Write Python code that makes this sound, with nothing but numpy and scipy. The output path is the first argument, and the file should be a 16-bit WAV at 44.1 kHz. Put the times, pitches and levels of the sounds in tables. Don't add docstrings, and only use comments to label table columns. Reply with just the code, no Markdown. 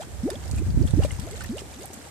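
import sys
import numpy as np
from scipy import signal
from scipy.fft import rfft, irfft, next_fast_len
from scipy.io import wavfile
from scipy.ndimage import uniform_filter1d, map_coordinates

SR = 44100
rng = np.random.default_rng(int(sys.argv[2]) if len(sys.argv) > 2 else 0)


def waveform_to_disk(signal):
    frames = np.transpose(np.atleast_2d(signal))
    scaled = np.clip(frames, -1, 1) * 32767
    samples = np.round(scaled).astype(np.int16)
    wavfile.write(sys.argv[1], SR, samples)


N = 92610


def amp(db):
    return 10 ** (np.asarray(db) / 20)


def unit(x):
    return x / np.sqrt(np.mean(x ** 2) + 1e-20)


def along(points, hz):
    pitches, values = np.transpose(points)
    return np.interp(np.log(hz + 1), np.log(pitches + 1), values)


def curve(rows):
    return np.interp(np.arange(N) / SR, *np.transpose(rows))


def wobble(per_second):
    return map_coordinates(rng.standard_normal(2048), [np.arange(N) * per_second / SR], mode="wrap")


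def fade(t, fade_s):
    return np.exp(-np.log(1000) * t / fade_s)


def filtered(x, response):
    size = next_fast_len(N + SR // 4)
    return irfft(rfft(x, size) * response(np.fft.rfftfreq(size, 1 / SR)), size)[..., :N]


def band_pass(x, low_hz, high_hz):
    band = signal.butter(2, [low_hz, min(high_hz, SR / 2 - 2000)], "band", fs=SR)
    return signal.lfilter(*band, x)


def add(track, start_s, sound):
    i = int(round(start_s * SR))
    part = sound[..., max(-i, 0):max(N - i, 0)]
    track[..., max(i, 0):max(i, 0) + part.shape[-1]] += part


def sides(db):
    return amp(np.array([[.5], [-.5]]) * db)


def even_noise(tone):
    noise = filtered(rng.standard_normal((2, N)), lambda hz: amp(along(tone, hz)))
    power = uniform_filter1d(noise ** 2, size=3000, axis=1)
    return noise / np.sqrt(np.abs(power) + 1e-12)


def ring(t, hz, fade_s, rise, phase=0):
    return np.sin(2 * np.pi * hz * t * (1 + rise * t / fade_s / 2) + phase) * fade(t, fade_s)


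def swarm(low_hz, high_hz, cycles, scatter_db, rise, phase_spread, count, samples):
    when, pitch, strength, life, place, turn = rng.random((count, 6)).T[..., None]
    t = np.arange(samples) / SR
    hz = low_hz * (high_hz / low_hz) ** pitch
    fade_s = cycles * (.5 + life) / hz
    level = amp(scatter_db * np.minimum(-np.log(1 - strength), 4))
    attack = 1 - np.exp(-2 * t * hz)
    positions = ((when * N).astype(int) + np.arange(samples)).ravel()
    pair = []
    for side in (1, -1):
        gain = level * amp(side * 6.3 * (place - .5))
        notes = gain * attack * ring(t, hz, fade_s, rise, phase=side * phase_spread * (turn - .5))
        pair.append(np.bincount(positions, notes.ravel(), N)[:N])
    return unit(np.array(pair))


# time_s, level_db
WIND_LEFT = [(0, -45), (.5, -36), (.56, -24), (.65, -30), (.71, -21), (.79, -28), (.86, -21.5),
             (.95, -35.5), (1.04, -18), (1.09, -32.5), (1.19, -30.5), (1.35, -40.5), (1.52, -42),
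             (2.1, -51)]
WIND_RIGHT = [(0, -46.5), (.2, -30), (.3, -40.5), (.45, -32.5), (.52, -24.5), (.61, -23), (.75, -26),
              (.81, -14), (.88, -29.5), (.92, -26.5), (.97, -18.5), (1.09, -34), (1.25, -39), (1.45, -33.5),
              (1.65, -43), (2.1, -63)]
# pitch_hz, level_db
RUMBLE_TONE = [(20, -51), (32, -19), (45, -12.5), (65, -0.5), (100, -7), (160, -16), (300, -36), (600, -55),
               (1500, -67), (4000, -110)]
FLUTTER_TONE = [(60, -33), (130, -6), (280, 6), (450, -15.5), (900, -27), (3000, -46)]

def wind():
    strong_db, flutter_offset_db, flutter_growth = -18, -13.5, 2.03
    wind_db = np.array([curve(WIND_LEFT), curve(WIND_RIGHT)])
    flutter_db = strong_db + flutter_offset_db + flutter_growth * (wind_db - strong_db)
    flutter_db += 3.0 * wobble(110)
    return even_noise(RUMBLE_TONE) * amp(wind_db) + even_noise(FLUTTER_TONE) * amp(flutter_db)


# start_s, level_db, side (0 left, 1 right)
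THUMPS = [(0.495, -28, 1), (0.538, -12.5, 1), (.666, -13.5, 0), (.699, -16, 0), (0.746, -12.5, 0),
          (.774, -3.5, 1), (0.853, -9, 0), (0.937, -2.5, 1), (0.948, -13, 1), (0.992, -2.5, 1),
          (1.048, -11, 0), (1.126, -15.5, 0), (1.193, -17, 0), (1.459, -21, 1)]

def thumps():
    out = np.zeros((2, N))
    push_s = 0.0029
    age = np.arange(SR // 20) / SR / push_s
    push = age * (1 - age / 2) * np.exp(-age) * (1 - np.exp(-3 * age))
    for start_s, level_db, side in THUMPS:
        add(out[int(side)], start_s, amp(level_db) * push / push.max())
    return out


# pitch_hz, level_db
WASH_TONE = [(30, -25), (80, 0), (200, -3), (400, -5), (750, -7), (1100, -14), (1900, -14), (2800, -20),
             (5000, -20), (8200, -18), (11000, -26), (14500, -30)]
# pitch_hz, likeness (1 the same, 0 unrelated)
WASH_LIKENESS = [(100, 1), (600, 0.38), (1300, 0.28), (2800, -0.06), (7000, 0.26)]

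def wash(churn_db):
    def shape(hz):
        width = np.arccos(np.clip(along(WASH_LIKENESS, hz), -1, 1)) / 2
        return amp(along(WASH_TONE, hz)) * [np.cos(width), np.sin(width)]

    middle, side = filtered(rng.standard_normal((2, N)), shape)
    noise = unit(np.array([middle + side, middle - side]))
    return noise * amp(-45.5 + .5 * churn_db + 0.76 * wobble(25.46))


def gurgle():
    return amp(-57.5) * swarm(456, 1136, cycles=55, scatter_db=3.0, rise=0.54,
                              phase_spread=3.4, count=300, samples=4000)


# pitch_hz, level_db
HEARD_FIZZ_TONE = [(800, -10.5), (1700, -4.5), (3000, -2.5), (5500, 2), (8200, 6.5), (11000, -2.5),
                   (14500, 2)]

def fizz(churn_db):
    bubbles = swarm(1144, 13200, cycles=26, scatter_db=2.1, rise=0.086,
                    phase_spread=3.08, count=5000, samples=900)
    bubbles = unit(filtered(bubbles, lambda hz: amp(along(HEARD_FIZZ_TONE, hz))))
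    swell_db, flicker_db = 1.5 * wobble(29.24), 1.2 * wobble(220)
    return bubbles * amp(-53 + 2.6 * churn_db + swell_db + flicker_db)


# time_s, strength_db
CHURN = [(0, -1.5), (.15, -1.5), (.28, -1), (.33, 0), (.39, -0.5), (.48, 1.5), (.6, -0.5), (.72, -0.5),
         (.95, 0), (1.05, 2), (1.25, 1.5), (1.42, 1.5), (1.52, 0), (1.6, 0.5), (1.69, -0.5), (1.83, 2.5),
         (1.89, -1), (1.95, 1), (2.1, -1.5)]

def pool():
    churn_db = curve(CHURN)
    return wash(churn_db) + gurgle() + fizz(churn_db)


# pitch_hz, left_minus_right_db
BALANCE = [(100, -1.5), (700, 1.5), (1300, 3), (2400, 0), (4300, 0), (8000, -7.5), (14000, -3.5)]

def placed(x):
    right_lead_s = .00008

    def response(hz):
        time_shift = np.exp(1j * np.pi * hz * right_lead_s * np.array([[-1], [1]]))
        return sides(along(BALANCE, hz)) * time_shift

    return filtered(x, response)


def bank_echo(x):
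    echo_db, fade_s, lowest_hz = -4.5, 0.031, 1030
    t = np.arange(SR // 8) / SR
    tail = rng.standard_normal((2, len(t))) * fade(t, fade_s) * (t > .002)
    bass_cut = signal.butter(2, lowest_hz, "high", fs=SR, output="sos")
    tail = signal.sosfilt(bass_cut, tail / np.linalg.norm(tail[0]))
    return x + amp(echo_db) * signal.fftconvolve(x, tail, axes=1)[:, :N]


# start_s, level_db, pitch_hz, left_minus_right_db
SNAPS = [(.3025,-24.5,8440,-9.5), (.3022,-40,1740,3), (.5125,-27,7350,-6), (.5123,-29,4700,-3),
         (.5602,-31,8600,-5), (.826,-34.5,5530,0), (.8668,-30,8370,-5), (.9078,-31,7900,-6),
         (.9075,-35.5,3600,1), (.9992,-43,2540,1), (1.039,-32,7300,-10), (1.1168,-28.5,7830,-13),
         (1.197,-36,5650,8), (1.407,-34.5,7200,-6), (1.4385,-34.5,11300,-9), (1.4385,-37,6000,-6),
         (1.591,-33,5440,-5), (1.8565,-29.5,10300,-11), (1.9325,-30,7100,0)]

def snaps():
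    out = np.zeros((2, N))
    attack_s, width_ratio = 0.00061, 1.208
    age = np.arange(SR // 50) / SR / attack_s
    for start_s, level_db, pitch_hz, balance_db in SNAPS:
        burst = rng.standard_normal((2, len(age))) * age * np.exp(-age)
        tick = band_pass(burst, pitch_hz / width_ratio, pitch_hz * width_ratio)
        tick /= np.abs(tick).max(axis=1, keepdims=True)
        add(out, start_s, amp(level_db) * sides(balance_db) * tick)
    return out


# start_s, level_db, pitch_hz, left_minus_right_db
DROPLETS = [(.0273,-33,3040,-10), (0.3024,-19.5,4830,-8), (0.3031,-24.5,3540,-1), (.3545,-25,3250,-5),
            (0.4782,-27.5,5000,2), (.583,-29,2460,-7), (0.704,-27.5,4500,-2), (0.874,-25.5,3270,-1),
            (1.034,-20.5,2770,4), (1.052,-29,2290,-4), (1.107,-25,1990,1), (1.107,-26,2830,2),
            (1.134,-32,6500,-4), (1.1975,-27.5,7740,-24), (1.3106,-22,7500,-8.5), (1.328,-34,2000,-5),
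            (1.4083,-25,1450,-6), (1.4437,-28,1800,8), (1.446,-33,2540,0), (1.4608,-23.5,7400,-7),
            (1.5812,-24.5,2840,-5), (1.591,-25,2980,-3), (1.607,-27,5100,-2), (1.8324,-26,6300,-4)]

def droplets():
    out, t = np.zeros((2, N)), np.arange(SR // 16) / SR
    attack_s, ring_cycles, note_db, tick_db = 0.00082, 38, -3, -14
    attack = 1 - np.exp(-t / attack_s)
    for start_s, level_db, pitch_hz, balance_db in DROPLETS:
        noise = band_pass(rng.standard_normal((2, len(t))), pitch_hz / 4.8, pitch_hz * 1.4)
        tick = amp(tick_db) * unit(noise) * fade(t, fade_s=.02)
        note = amp(note_db) * ring(t, pitch_hz, fade_s=ring_cycles / pitch_hz, rise=.25)
        add(out, start_s, amp(level_db) * sides(balance_db) * attack * (note + tick))
    return out


# pitch_hz, level_db
HEARD_SPRAY_TONE = [(500, -18), (900, 3), (1600, 2), (2900, -4), (4500, -2), (6200, -6), (8300, 0.5),
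                    (10000, -11), (14500, -16)]
# start_s, length_s, level_db, brightness_db_per_octave
SPLASHES = [(.0, 0.042, -44.5, -0.5), (.3, .012, -40.5, -8), (0.309, 0.031, -47.5, -3),
            (0.572, 0.026, -46, 1.5), (0.873, .018, -45.5, 0.5), (1.012, 0.033, -43.5, -3),
            (1.031, 0.033, -41, 2), (1.119, 0.019, -49.5, 0), (1.213, 0.021, -49, 2),
            (1.401, 0.028, -42, -2.5), (1.433, .018, -48, -2), (1.561, 0.056, -45.5, 1.5),
            (1.934, 0.013, -44.5, 6)]

def splashes():
    out = np.zeros((2, N))
    spray = swarm(778, 13900, cycles=12, scatter_db=0, rise=0.059,
                  phase_spread=5.2, count=7000, samples=500)
    spray = filtered(spray, lambda hz: hz * amp(along(HEARD_SPRAY_TONE, hz)))
    for start_s, length_s, level_db, brightness in SPLASHES:
        first, samples = int(start_s * SR), int(length_s * SR)
        tilted = filtered(spray, lambda hz: amp(brightness * np.log2((hz + 1) / 3000)))
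        burst = unit(tilted[:, first:first + samples])
        add(out, start_s, amp(level_db) * burst * signal.windows.tukey(samples, .4))
    return out


# start_s, pitch_hz, level_db, fade_s
PLOPS = [(.071, 318, -37.5, 0.046), (.277, 734, -33.5, 0.074), (.459, 726, -38, 0.043),
         (.497, 710, -33, 0.022), (0.5318, 345, -33, 0.082), (0.7736, 235, -18, .035),
         (.934, 815, -35.5, 0.0096), (1.022, 756, -33.5, 0.088), (1.049, 564, -17, 0.034),
         (1.188, 930, -34.5, 0.022), (1.272, 657, -31.5, 0.071), (1.6191, 388, -27, 0.024),
         (1.903, 372, -34.5, 0.04), (1.903, 700, -32, 0.017), (2.07, 794, -43, 0.067)]

def plops():
    out, t = np.zeros(N), np.arange(SR // 8) / SR
    for start_s, pitch_hz, level_db, fade_s in PLOPS:
        add(out, start_s, amp(level_db) * ring(t, pitch_hz, fade_s, rise=0.26))
    return out


# start_s, length_s, first_pitch_hz, last_pitch_hz, level_db, fade_db
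# A negative fade_db makes the bubble grow louder.
BLOOPS = [(-.012, 0.04, 521, 900, -33.5, 4.5), (.232, 0.073, 203, 809, -20, 14.5),
          (0.31, 0.055, 350, 780, -30, 20), (.353, 0.032, 215, 400, -35, 20),
          (0.591, 0.035, 220, 422, -34, -10), (0.777, 0.077, 208.5, 775, -26.5, 23),
          (0.972, 0.039, 261, 720, -18.5, 16.5), (1.189, 0.12, 178, 798, -37.5, 8),
          (1.315, 0.038, 376, 497, -37.5, -3), (1.355, .06, 521, 913, -50.5, -1),
          (1.492, .095, 207.6, 857, -27, 18.5), (1.625, 0.038, 415, 620, -52, -3),
          (1.696, 0.024, 696, 790, -46.5, 17), (1.755, 0.1, 220.1, 851, -43, -5),
          (1.969, 0.048, 214, 360, -41, 20)]

def bloops():
    out = np.zeros(N)
    attack_s, release_s = 0.0014, 0.0053
    glide_bend, fade_bend = 1.45, 2.6
    for start_s, length_s, first_hz, last_hz, level_db, fade_db in BLOOPS:
        t = np.arange(int(length_s * SR)) / SR
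        progress = t / length_s
        pitch_hz = first_hz * (last_hz / first_hz) ** (progress ** glide_bend)
        pitch_hz *= 1 + .02 * wobble(108)[:len(t)]
        note = np.sin(2 * np.pi * np.cumsum(pitch_hz) / SR)
        attack = 1 - np.exp(-t / attack_s)
        release = np.sin(np.pi / 2 * np.clip((length_s - t) / release_s, 0, 1))
        waver_db = 1.3 * wobble(126.6)[:len(t)]
        level = amp(level_db - fade_db * progress ** fade_bend + waver_db)
        add(out, start_s, attack * release * level * note)
    return out


def scene():
    bubbles = placed(bloops() + plops() + splashes())
    spring = bank_echo(bubbles + droplets() + snaps())
    return spring + placed(pool()) + wind() + thumps()


def record(dry):
    bottom_hz, top_hz = 40, 14550
    return filtered(dry, lambda hz: (hz < top_hz) * (1 - 1 / (1 + (hz / bottom_hz) ** 14)))


dry = scene()
out = record(dry)
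waveform_to_disk(out)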